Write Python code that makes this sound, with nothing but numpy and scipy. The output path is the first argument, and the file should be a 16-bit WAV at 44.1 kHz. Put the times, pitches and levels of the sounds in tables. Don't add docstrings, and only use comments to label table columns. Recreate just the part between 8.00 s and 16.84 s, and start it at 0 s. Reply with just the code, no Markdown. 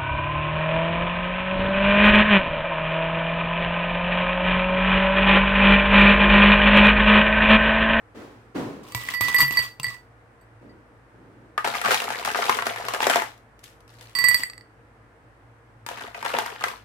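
import sys
import numpy as np
from scipy import signal
from scipy.fft import rfft, irfft, next_fast_len
from scipy.io import wavfile
from scipy.ndimage import uniform_filter1d

SR = 44100
rng = np.random.default_rng(int(sys.argv[2]) if len(sys.argv) > 2 else 0)


def store_wav(level_fs):
    pcm = np.round(np.clip(np.atleast_2d(level_fs), -1, 1) * 32767)
    wavfile.write(sys.argv[1], SR, pcm.T.astype(np.int16))


N = 389844
TIME = np.arange(N) / SR


def from_db(db):
    return 10 ** (np.asarray(db) / 20)


def rms_one(x):
    return x / np.sqrt(np.mean(x ** 2) + 1e-20)


def at_hz(points, hz):
    points = np.array(points)
    return np.interp(np.log(np.maximum(hz, 1)), np.log(points[:, 0]), points[:, 1])


def add(out, s, sound):
    start = max(round(s * SR), 0)
    out[:, start:start + sound.shape[-1]] += sound[..., :N - start]


def pan(left_db):
    return rms_one(from_db(np.array([[left_db], [-left_db]]) / 2))


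def cut(x, hz, kind, order=2):
    sections = signal.butter(order, hz, kind, fs=SR, output="sos")
    return signal.sosfilt(sections, x + 1e-18)


def coloured(x, spectrum, size=8192):
    hz = np.arange(size // 2 + 1) * SR / size
    gain = rms_one(from_db(at_hz(spectrum, hz)))
    cepstrum = irfft(np.log(gain))
    cepstrum[1:size // 2] *= 2
    cepstrum[size // 2 + 1:] = 0
    response = irfft(np.exp(rfft(cepstrum)))
    return signal.fftconvolve(x, response[None], axes=1)[:, :N]


# (frequency [Hz], left-right likeness [0 to 1])
PORT_LIKENESS = [(100, .93), (300, 0.88), (700, 0.59), (1400, 0.025), (3000, 0)]


def two_ports(x):
    size = next_fast_len(N)
    left, right = rfft(x, size)
    likeness = at_hz(PORT_LIKENESS, np.arange(len(left)) * SR / size)
    angle = np.arcsin(np.clip(likeness, -1, 1)) / 2
    mixed_left = left * np.cos(angle) + right * np.sin(angle)
    mixed_right = right * np.cos(angle) + left * np.sin(angle)
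    return irfft([mixed_left, mixed_right], size)[:, :N]


def swells(rows, attack_s, release_t60):
    power = np.zeros(N)
    for start, length, db in rows:
        t = np.arange(int((length + release_t60) * SR)) / SR
        fall_db = -60 * np.maximum(t - length, 0) / release_t60
        gain = np.minimum(t / attack_s, 1) * from_db(db + fall_db)
        add(power[None], start, gain ** 2)
    return np.sqrt(power)


def snap(t60, click_db, size=4096):
    burst = rng.standard_normal((2, size)) * from_db(-60 * np.arange(size) / SR / t60)
    burst /= np.sqrt(np.sum(burst ** 2, axis=1, keepdims=True))
    burst[:, 0] = from_db(click_db)
    return burst / np.sqrt(np.sum(burst ** 2, axis=1, keepdims=True))


def note(hz, t60, size=4096):
    t = np.arange(size) / SR
    wave = np.sin(2 * np.pi * hz * t) * from_db(-60 * t / t60)
    return wave / np.sqrt(np.sum(wave ** 2))


def grains(per_s, spread_db, t60):
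    hits = rng.random(N) < per_s / SR
    sizes = from_db(spread_db * np.minimum(rng.exponential(1, N), 4)) * hits
    power = signal.lfilter([1], [1, -from_db(-120 / (t60 * SR))], sizes ** 2 + 1e-12)
    mean_power = np.maximum(uniform_filter1d(power, size=3001), 1e-9)
    return np.sqrt(power / mean_power) * rng.standard_normal((2, N))


def clatter(per_s, spread_db, low_hz, high_hz, cycles, count=24):
    hits = rng.random(N) < per_s / SR
    sizes = from_db(spread_db * np.minimum(rng.exponential(1, N), 3)) * hits
    sizes = sizes / np.sqrt(np.maximum(uniform_filter1d(sizes ** 2, size=2001), 1e-4))
    dealt, out = rng.integers(0, count, N), np.zeros((2, N))
    for k, hz in enumerate(np.geomspace(low_hz, high_hz, count)):
        radius, angle = from_db(-60 * hz / (cycles * SR)), 2 * np.pi * hz / SR
        gain = np.sqrt((1 - radius * radius) / 2)
        poles = [1, -2 * radius * np.cos(angle), radius * radius]
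        ringing = signal.lfilter([gain, 0, -gain], poles, sizes * (dealt == k) + 1e-18)
        out += ringing * [[1], [(-1) ** k]]
    return out


def room(x, t60, treble_t60, wet_db):
    t = TIME[:SR // 2]
    noise = rng.standard_normal((2, len(t))) * np.clip(t / 0.0043 - .5, 0, 1)
    low_tail = cut(noise, 3100, "low") * from_db(-60 * t / t60)
    treble_tail = cut(noise, 2300, "high", order=1) * from_db(-60 * t / treble_t60)
    tail = low_tail + treble_tail
    tail /= np.sqrt(np.sum(tail ** 2) / 2)
    return x + from_db(wet_db) * signal.fftconvolve(x, tail, axes=1)[:, :N]


# (frequency [Hz], level [dB per Hz, relative])
AIR_COLOUR = [(18, -41), (30, -9), (59, -13), (79, -21.5), (115, 2), (145, -21), (311, -12.5), (426, -20),
              (461, -8.5), (526, -16.5), (1720, -19.5), (3580, -39.5), (7270, -46.5), (8300, -42.5),
              (16000, -58)]
# (frequency [Hz], level [dB rms])
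HUM_TONES = [(55, -62.5), (113, -63)]


def room_air():
    air = from_db(-53.5) * coloured(two_ports(rng.standard_normal((2, N))), AIR_COLOUR)
    for hz, hum_db in HUM_TONES:
        waver = rms_one(cut(rng.standard_normal(N), 33.0, "low"))
        tone = np.sin(2 * np.pi * hz * TIME + 0.56 * waver)
        air = air + from_db(hum_db) * np.sqrt(2) * tone
    return air


# (start [s], length [s], level [dB, relative], rattle over rumble [dB])
DISTANT_BUMPS = [(0.143, 0.081, -48.5, 1.5), (0.544, 0.041, -32, -4.5), (2.605, 0.064, -50.5, -15),
                 (3.126, 0.32, -57.5, -11.5)]
# (frequency [Hz], level [dB per Hz, relative])
BUMP_SPECTRUM = [(53, -29), (90, -10), (214, -5), (300, 0), (378, -7), (477, -7), (641, -13), (744, -13.5),
                 (999, -13.5), (2050, -20.5), (14000, -42.5)]


def bumps():
    attack_s, release_t60 = .016, 0.84
    noise = two_ports(rng.standard_normal((2, N)))
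    rumble_rows = [(s, length, db) for s, length, db, _ in DISTANT_BUMPS]
    rattle_rows = [(s, length, db + rattle_db) for s, length, db, rattle_db in DISTANT_BUMPS]
    rumble = swells(rumble_rows, attack_s, release_t60) * cut(noise, 524, "low")
    rattle = swells(rattle_rows, attack_s, release_t60) * cut(noise, 495, "high")
    return from_db(5.0) * coloured(rumble - rattle, BUMP_SPECTRUM)


# (time [s], crack level [dB, relative], knock level [dB, relative], note [Hz])
TUB_KNOCKS = [(3.5778, -21, -14.5, 1223), (3.6447, -21, -22.5, 860), (3.65, -17.5, -19, 845),
              (3.674, -18, -21, 835), (3.737, -27, -27, 805), (3.7504, -38, -21, 1220),
              (3.815, -16.5, -21.5, 1390), (3.8427, -36, -23, 1100), (3.9073, -18, -18.5, 590),
              (3.9134, -12, -22, 850), (4.0184, -19, -28, 697), (4.1037, -20.5, -24, 864),
              (4.2494, -13.5, -19, 1650), (4.2864, -31, -26, 855), (4.3466, -28, -17, 1240),
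              (4.3566, -25, -22.5, 817), (4.4217, -22, -16.5, 1380), (4.4944, -9.5, -8.5, 1038),
              (4.5875, -34, -18, 1100), (4.6223, -22, -19, 1330), (4.6673, -13, -19, 674),
              (4.7072, -36, -28, 686), (4.7598, -24, -23.5, 2140), (4.8845, -15.5, -21, 1070),
              (4.937, -15, -21, 870), (4.9464, -19, -19.5, 1240), (5.004, -22, -21, 846),
              (5.028, -21, -16.5, 876), (5.0578, -27, -21, 860), (5.0685, -7.5, -11.5, 606),
              (5.0981, -9.5, -16, 774), (5.1576, -9, -13, 700), (5.1683, -20, -17.5, 900),
              (5.22, -21, -20.5, 857), (5.3772, -44, -61, 902), (5.5917, -40, -58.5, 775),
              (5.6398, -28, -60, 1080), (5.8052, -44.5, -62, 915), (5.8785, -42.5, -60, 1130),
              (6.0101, -31.5, -43.5, 1990), (7.8639, -21.5, -29.5, 934), (7.888, -21, -29, 955),
              (8.0094, -30, -33, 977), (8.1474, -43, -27, 2480), (8.2272, -25.5, -26.5, 906),
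              (8.2499, -20.5, -19.5, 1350), (8.2604, -22, -20.5, 900), (8.3492, -35, -22, 944),
              (8.3863, -13, -15, 876), (8.461, -21, -26.5, 940), (8.6387, -13.5, -12.5, 1940),
              (8.683, -23, -26, 2100)]
# (low edge [Hz], high edge [Hz])
KNOCK_BANDS = [(290, 750), (750, 2500), (2500, 16000)]
KNOCK_DECAYS = [.035, .03, .024]
HOLLOW_DB_PER_OCTAVE, MEAN_NOTE_HZ = 11, 1050


def knocks(hollow_db, middle_db, note_db, crack_db, note_t60):
    hollow, middle, crack, notes = np.zeros((4, 2, N))
    hollow_t60, middle_t60, crack_t60 = KNOCK_DECAYS
    for s, lump_crack_db, knock_db, hz in TUB_KNOCKS:
        boom_db = HOLLOW_DB_PER_OCTAVE * np.log2(MEAN_NOTE_HZ / hz)
        add(hollow, s, from_db(knock_db + boom_db + hollow_db) * snap(hollow_t60, click_db=-9.0))
        add(middle, s, from_db(knock_db + middle_db) * snap(middle_t60, click_db=-18.0))
        add(crack, s, from_db(lump_crack_db + crack_db) * snap(crack_t60, click_db=-10.5))
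        add(notes, s, from_db(knock_db + note_db) * note(hz, note_t60))
    layers = zip((hollow, middle, crack), KNOCK_BANDS)
    hollow, middle, crack = (cut(x, band, "band") for x, band in layers)
    return notes + hollow - middle + crack


# (start [s], length [s], level [dB, relative], crackle over body [dB, relative])
ICE_PUSHES = [(3.64, .045, -30, -3), (3.735, 0.032, -34.5, 3.5), (3.835, 0.1, -25, -2.5),
              (3.89, 0.046, -30, 8), (3.99, 0.22, -35.5, -0.5), (4.25, .04, -32, 4), (4.35, .1, -30.5, 1),
              (4.46, 0.11, -33.5, 3), (4.65, 0.04, -31, -4), (4.77, 0.42, -37, -2.5),
              (5.0, 0.064, -33, 5.5), (5.093, 0.031, -25.5, 0.5), (5.154, 0.022, -29, -4.5),
              (5.63, 0.022, -72.5, 26.5), (5.885, .06, -74.5, 21), (5.98, .1, -66, 17),
              (7.885, 0.17, -40.5, -5), (8.14, 0.072, -46, 0.5), (8.24, 0.089, -35.5, -1.5),
              (8.333, 0.071, -30, -9), (8.45, 0.088, -40, -5.5), (8.59, 0.12, -39, -4.5)]
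# (frequency [Hz], level [dB per Hz, relative])
TUB_COLOUR = [(71, -40), (120, -12.5), (167, -19), (231, -5.5), (289, -12.5), (463, -9), (503, -4.5),
              (592, -12), (670, -5), (1070, -5), (1550, -7), (3660, -12), (6370, -16.5), (14200, -22),
              (16000, -31.5)]


def tub(lag_s=0.00018):
    attack_s, release_t60, crackle_from_hz = 0.0067, 0.31, 2500
    clacks = from_db(-3.5) * clatter(per_s=400, spread_db=4.5, low_hz=420, high_hz=5300, cycles=14)
    crunch = grains(per_s=450, spread_db=4.5, t60=0.025) + clacks
    body_rows = [(s, length, db) for s, length, db, _ in ICE_PUSHES]
    crackle_rows = [(s, length, db + crackle_db) for s, length, db, crackle_db in ICE_PUSHES]
    grinding = swells(body_rows, attack_s, release_t60)
    splintering = swells(crackle_rows, attack_s, release_t60)
    body = from_db(-2.77) * grinding * cut(crunch, crackle_from_hz, "low")
    crackle = from_db(-3.5) * splintering * cut(crunch, crackle_from_hz, "high")
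    blows = knocks(hollow_db=18.5, middle_db=23.0, note_db=7.0, crack_db=14.5, note_t60=0.046)
    left, right = coloured(two_ports(body - crackle + blows), TUB_COLOUR) * pan(2.6)
    return np.array([left, np.interp(TIME - lag_s, TIME, right)])


# (time [s], level [dB, relative])
TABLE_THUMPS = [(0.948, -30.5), (1.207, -31), (1.385, -41), (1.421, -31), (1.59, -40), (1.796, -42),
                (1.866, -39), (6.284, -42), (6.347, -47)]


def table(hz, t60, thump_db):
    out, t = np.zeros((2, N)), TIME[:SR // 2]
    for s, landing_db in TABLE_THUMPS:
        pitch_hz = hz * (1 + 0.092 * rng.standard_normal())
        gain = from_db(landing_db + thump_db - 60 * t / t60)
        add(out, s, gain * np.sin(2 * np.pi * pitch_hz * t))
    return out


def singing_wall(motion, per_s, second_db, t60):
    first_landing_s = 1.138
    touches = rms_one(rng.standard_normal((2, N)) * (rng.random(N) < per_s / SR))
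    first_edge_hz, second_edge_hz = MODE_GROUP_EDGES[:2]
    modes = sum(from_db(db + second_db * (hz > first_edge_hz)) * note(hz, t60 * share, size=16384)
                for hz, db, share in GLASS_MODES if hz < second_edge_hz)
    driven = touches * motion * (TIME > first_landing_s)
    return signal.fftconvolve(driven, modes[None], axes=1)[:, :N]


# (start [s], length [s], level [dB, relative])
CUBE_TUMBLES = [(.83, 0.17, -52), (.95, 0.2, -42.5), (1.08, .04, -39), (1.205, 0.13, -35),
                (1.38, .045, -27.5), (1.51, 0.14, -39.5), (1.83, .1, -46.5), (6.152, 0.27, -41.5)]


def jostle():
    rubbing = grains(per_s=390, spread_db=2.0, t60=0.039)
    chatter = from_db(-6.5) * clatter(per_s=400, spread_db=1.0, low_hz=973, high_hz=5850, cycles=35)
    motion = swells(CUBE_TUMBLES, attack_s=0.0052, release_t60=0.18)
    singing = singing_wall(motion, per_s=300, second_db=-5, t60=.25)
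    return from_db(0.5) * coloured(two_ports((rubbing + chatter) * motion), ICE_COLOUR) + singing


# (frequency [Hz], level [dB per Hz, relative])
ICE_COLOUR = [(150, -0.5), (750, -6), (1080, 5.5), (1500, -4.5), (2700, 1.5), (4200, -3), (6500, -6.5),
              (8300, -4.5), (10300, -11.5), (12300, -11), (15000, -8), (16500, -20.5)]


def cube_ticks(contact_db, contact_t60, low_note_db, high_note_db, note_t60):
    cracks, notes = np.zeros((2, 2, N))
    for s, tick_db, *_, cube_hz in CUBE_BLOWS:
        add(cracks, s, from_db(tick_db + contact_db) * snap(contact_t60, click_db=-10.5))
        add(notes, s, from_db(tick_db + low_note_db) * note(rng.uniform(950, 1300), note_t60))
        add(notes, s, from_db(tick_db + high_note_db) * note(cube_hz, note_t60))
    return coloured(two_ports(cracks), ICE_COLOUR) + notes


# (time [s], tick level [dB, relative], ring level [dB, relative], second group over ring [dB],
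# third and top groups over ring [dB], left over right in the first group [dB], cube note [Hz])
CUBE_BLOWS = [(0.9215, -25.5, -55, 2, 5.5, 1, 2240), (0.9482, -10, -37.5, -13.5, 3, -11, 2290),
              (1.036, -29, -39.5, -28, -1, -5, 2240), (1.0875, -19, -20, -29, -19, -5, 2500),
              (1.1381, -21, -30, -12, -5.5, -6.5, 2350), (1.2093, -8.5, -27, -17, 1, -11.0, 2360),
              (1.284, -12.5, -30.5, -28, -11, -10, 3600), (1.3442, -16.5, -18, -24, -4.5, -7, 2290),
              (1.3634, -14.5, -23, -7.5, -12, 7.5, 2220), (1.3845, -17, -23.5, -7, 0.5, 8.5, 2230),
              (1.4046, -39, -16.5, -6, -3.5, 1, 2340), (1.4184, -33, -22, -4, -3.5, 14.5, 2826),
              (1.4802, -27, -28.5, -18, -9, -7, 2950), (1.509, -16, -34, -22, -20.5, 1, 2700),
              (1.5229, -26, -33.5, -22, 0.5, -7, 2820), (1.5715, -24, -19.5, -2.5, -7.5, -14, 2240),
              (1.5916, -17, -28.5, -2, -1.5, -2.5, 2180), (1.7984, -18.5, -57, 6, -9, 2, 2800),
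              (1.8317, -26, -40.5, 6.5, 10.5, 1, 2300), (1.8437, -44, -23.5, -7, -6, -2.0, 2200),
              (1.867, -30, -32.5, -4, -6, -3, 2550), (1.8833, -41, -31.5, -11, -10, -4, 2800),
              (1.944, -39, -42.5, -14, -8.5, -1, 2200), (2.4124, -65.5, -67.5, -8, 5, -1.5, 2250),
              (2.6943, -67, -63.5, -2.5, -13.5, 2, 2510), (6.1512, -20.5, -31.5, 3, 3, -14, 2520),
              (6.187, -18.5, -24, -2.5, 0, -11.5, 2740), (6.2405, -17, -17, -8, -6.5, -15, 2550),
              (6.2849, -37, -16.5, -7, 2.5, -9.5, 2180), (6.3124, -19, -21.5, -5, -15.5, -28, 2320),
              (6.3441, -17.5, -17.5, 0.5, 4, -7, 2740), (6.4054, -29, -37, -1, -1, 7, 2210),
              (6.4344, -38, -20.5, -7.5, -1, -4, 2230), (6.4986, -33, -41, 4, 1, -10, 2590),
              (6.5338, -40, -41.5, -3, -19, -4.0, 2640), (6.579, -41, -42, -2.5, 0, -14.5, 2210),
              (6.6098, -48, -47, 0, -17.5, -1.5, 2230)]
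# (frequency [Hz], level [dB, relative], t60 as a share of the ring [ratio])
GLASS_MODES = [(1050, -20, .3), (1966, 0, 1.0), (2560, -23, .2), (4606, 0, .75), (5248, -20, .4),
               (8072, -2, .35), (8450, -9, .25), (11720, -11, .5), (11850, -10, .6), (12160, -9, .5),
               (12347, -5, .6), (12644, -8, .6), (13350, -11, .4), (14507, -3, .4)]
MODE_GROUP_EDGES = [3500, 6500, 10000]
MODE_GROUP_LEVELS = [-1.0, -1.0, -6.0, -9.0]
LONGEST_RINGS = [.6, .4, .07, .13]
# (time [s], t60 of the ring [s], level that the top group gains and the third loses [dB])
FIRST_HANDFUL = [(.95, 0.3, 1.5), (1.087, 0.011, 2), (1.139, 0.91, 3.5), (1.344, .3, 1.5), (1.41, 0.16, 4),
                 (1.5, 0.33, 6.5), (1.575, 0.24, 0), (1.85, 0.068, -4.5), (2.4, 0.14, -4.5)]
SECOND_HANDFUL = [(6.15, 0.29, -3), (6.241, 0.28, -4.5), (6.29, 0.12, -2), (6.345, .08, -2),
                  (6.434, 0.037, -6.5), (6.61, 0.025, -11)]
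SCATTER_DB, LOBE_SPREAD_DB, DETUNE = 1.5, 4, .001


def glass(ring_db, right_db):
    out, t = np.zeros((2, N)), TIME[:SR // 3]
    next_blows = [row[0] for row in CUBE_BLOWS[1:]] + [N / SR]
    fill_s, fill_t60, fill_tilt = np.transpose(FIRST_HANDFUL + SECOND_HANDFUL)
    for (s, _, blow_db, second_db, top_db, side_db, _), next_s in zip(CUBE_BLOWS, next_blows):
        t60 = np.interp(s, fill_s, fill_t60)
        tilt_db = np.interp(s, fill_s, fill_tilt)
        onset = 1 - np.exp(-t / 0.00028)
        choke = np.exp(-np.maximum(s + t - next_s, 0) / 0.00049)
        overtones_db = (0, second_db, top_db - tilt_db, top_db + tilt_db)
        for hz, mode_db, share in GLASS_MODES:
            group = np.searchsorted(MODE_GROUP_EDGES, hz)
            strength, side, load, lag = rng.standard_normal(4)
            colour_db = MODE_GROUP_LEVELS[group] + overtones_db[group]
            scatter_db = SCATTER_DB * strength * (group > 1)
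            gain = from_db(ring_db + blow_db + mode_db + colour_db + scatter_db)
            ports = pan(side_db if group == 0 else LOBE_SPREAD_DB * side - right_db)
            phase = np.array([[-1], [1]]) * (0.56 + .5 * group * lag)
            wave = np.sin(2 * np.pi * hz * (s + (1 + DETUNE * load) * t) + phase)
            decay = from_db(-60 * t / min(t60 * share, LONGEST_RINGS[group]))
            add(out, s, gain * ports * wave * onset * choke * decay)
    return out


def scene():
    far = room(tub(), t60=0.17, treble_t60=0.28, wet_db=-4.0)
    near = table(hz=119.5, t60=0.26, thump_db=2.5) + jostle()
    near = near + cube_ticks(contact_db=10.0, contact_t60=0.021, low_note_db=4.0, high_note_db=1.0, note_t60=0.05)
    near = near + glass(ring_db=9.0, right_db=4.5)
    return room_air() + bumps() + far + room(near, t60=0.2, treble_t60=0.27, wet_db=-8.5)


def record(dry):
    rounded = .85 * np.tanh(dry / .85)
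    no_deep_bass = cut(rounded, 47, "high", order=8)
    top_cut = signal.ellip(10, .3, 80, 15900, fs=SR, output="sos")
    return signal.sosfilt(top_cut, no_deep_bass)


dry = scene()
out = record(dry)
store_wav(out)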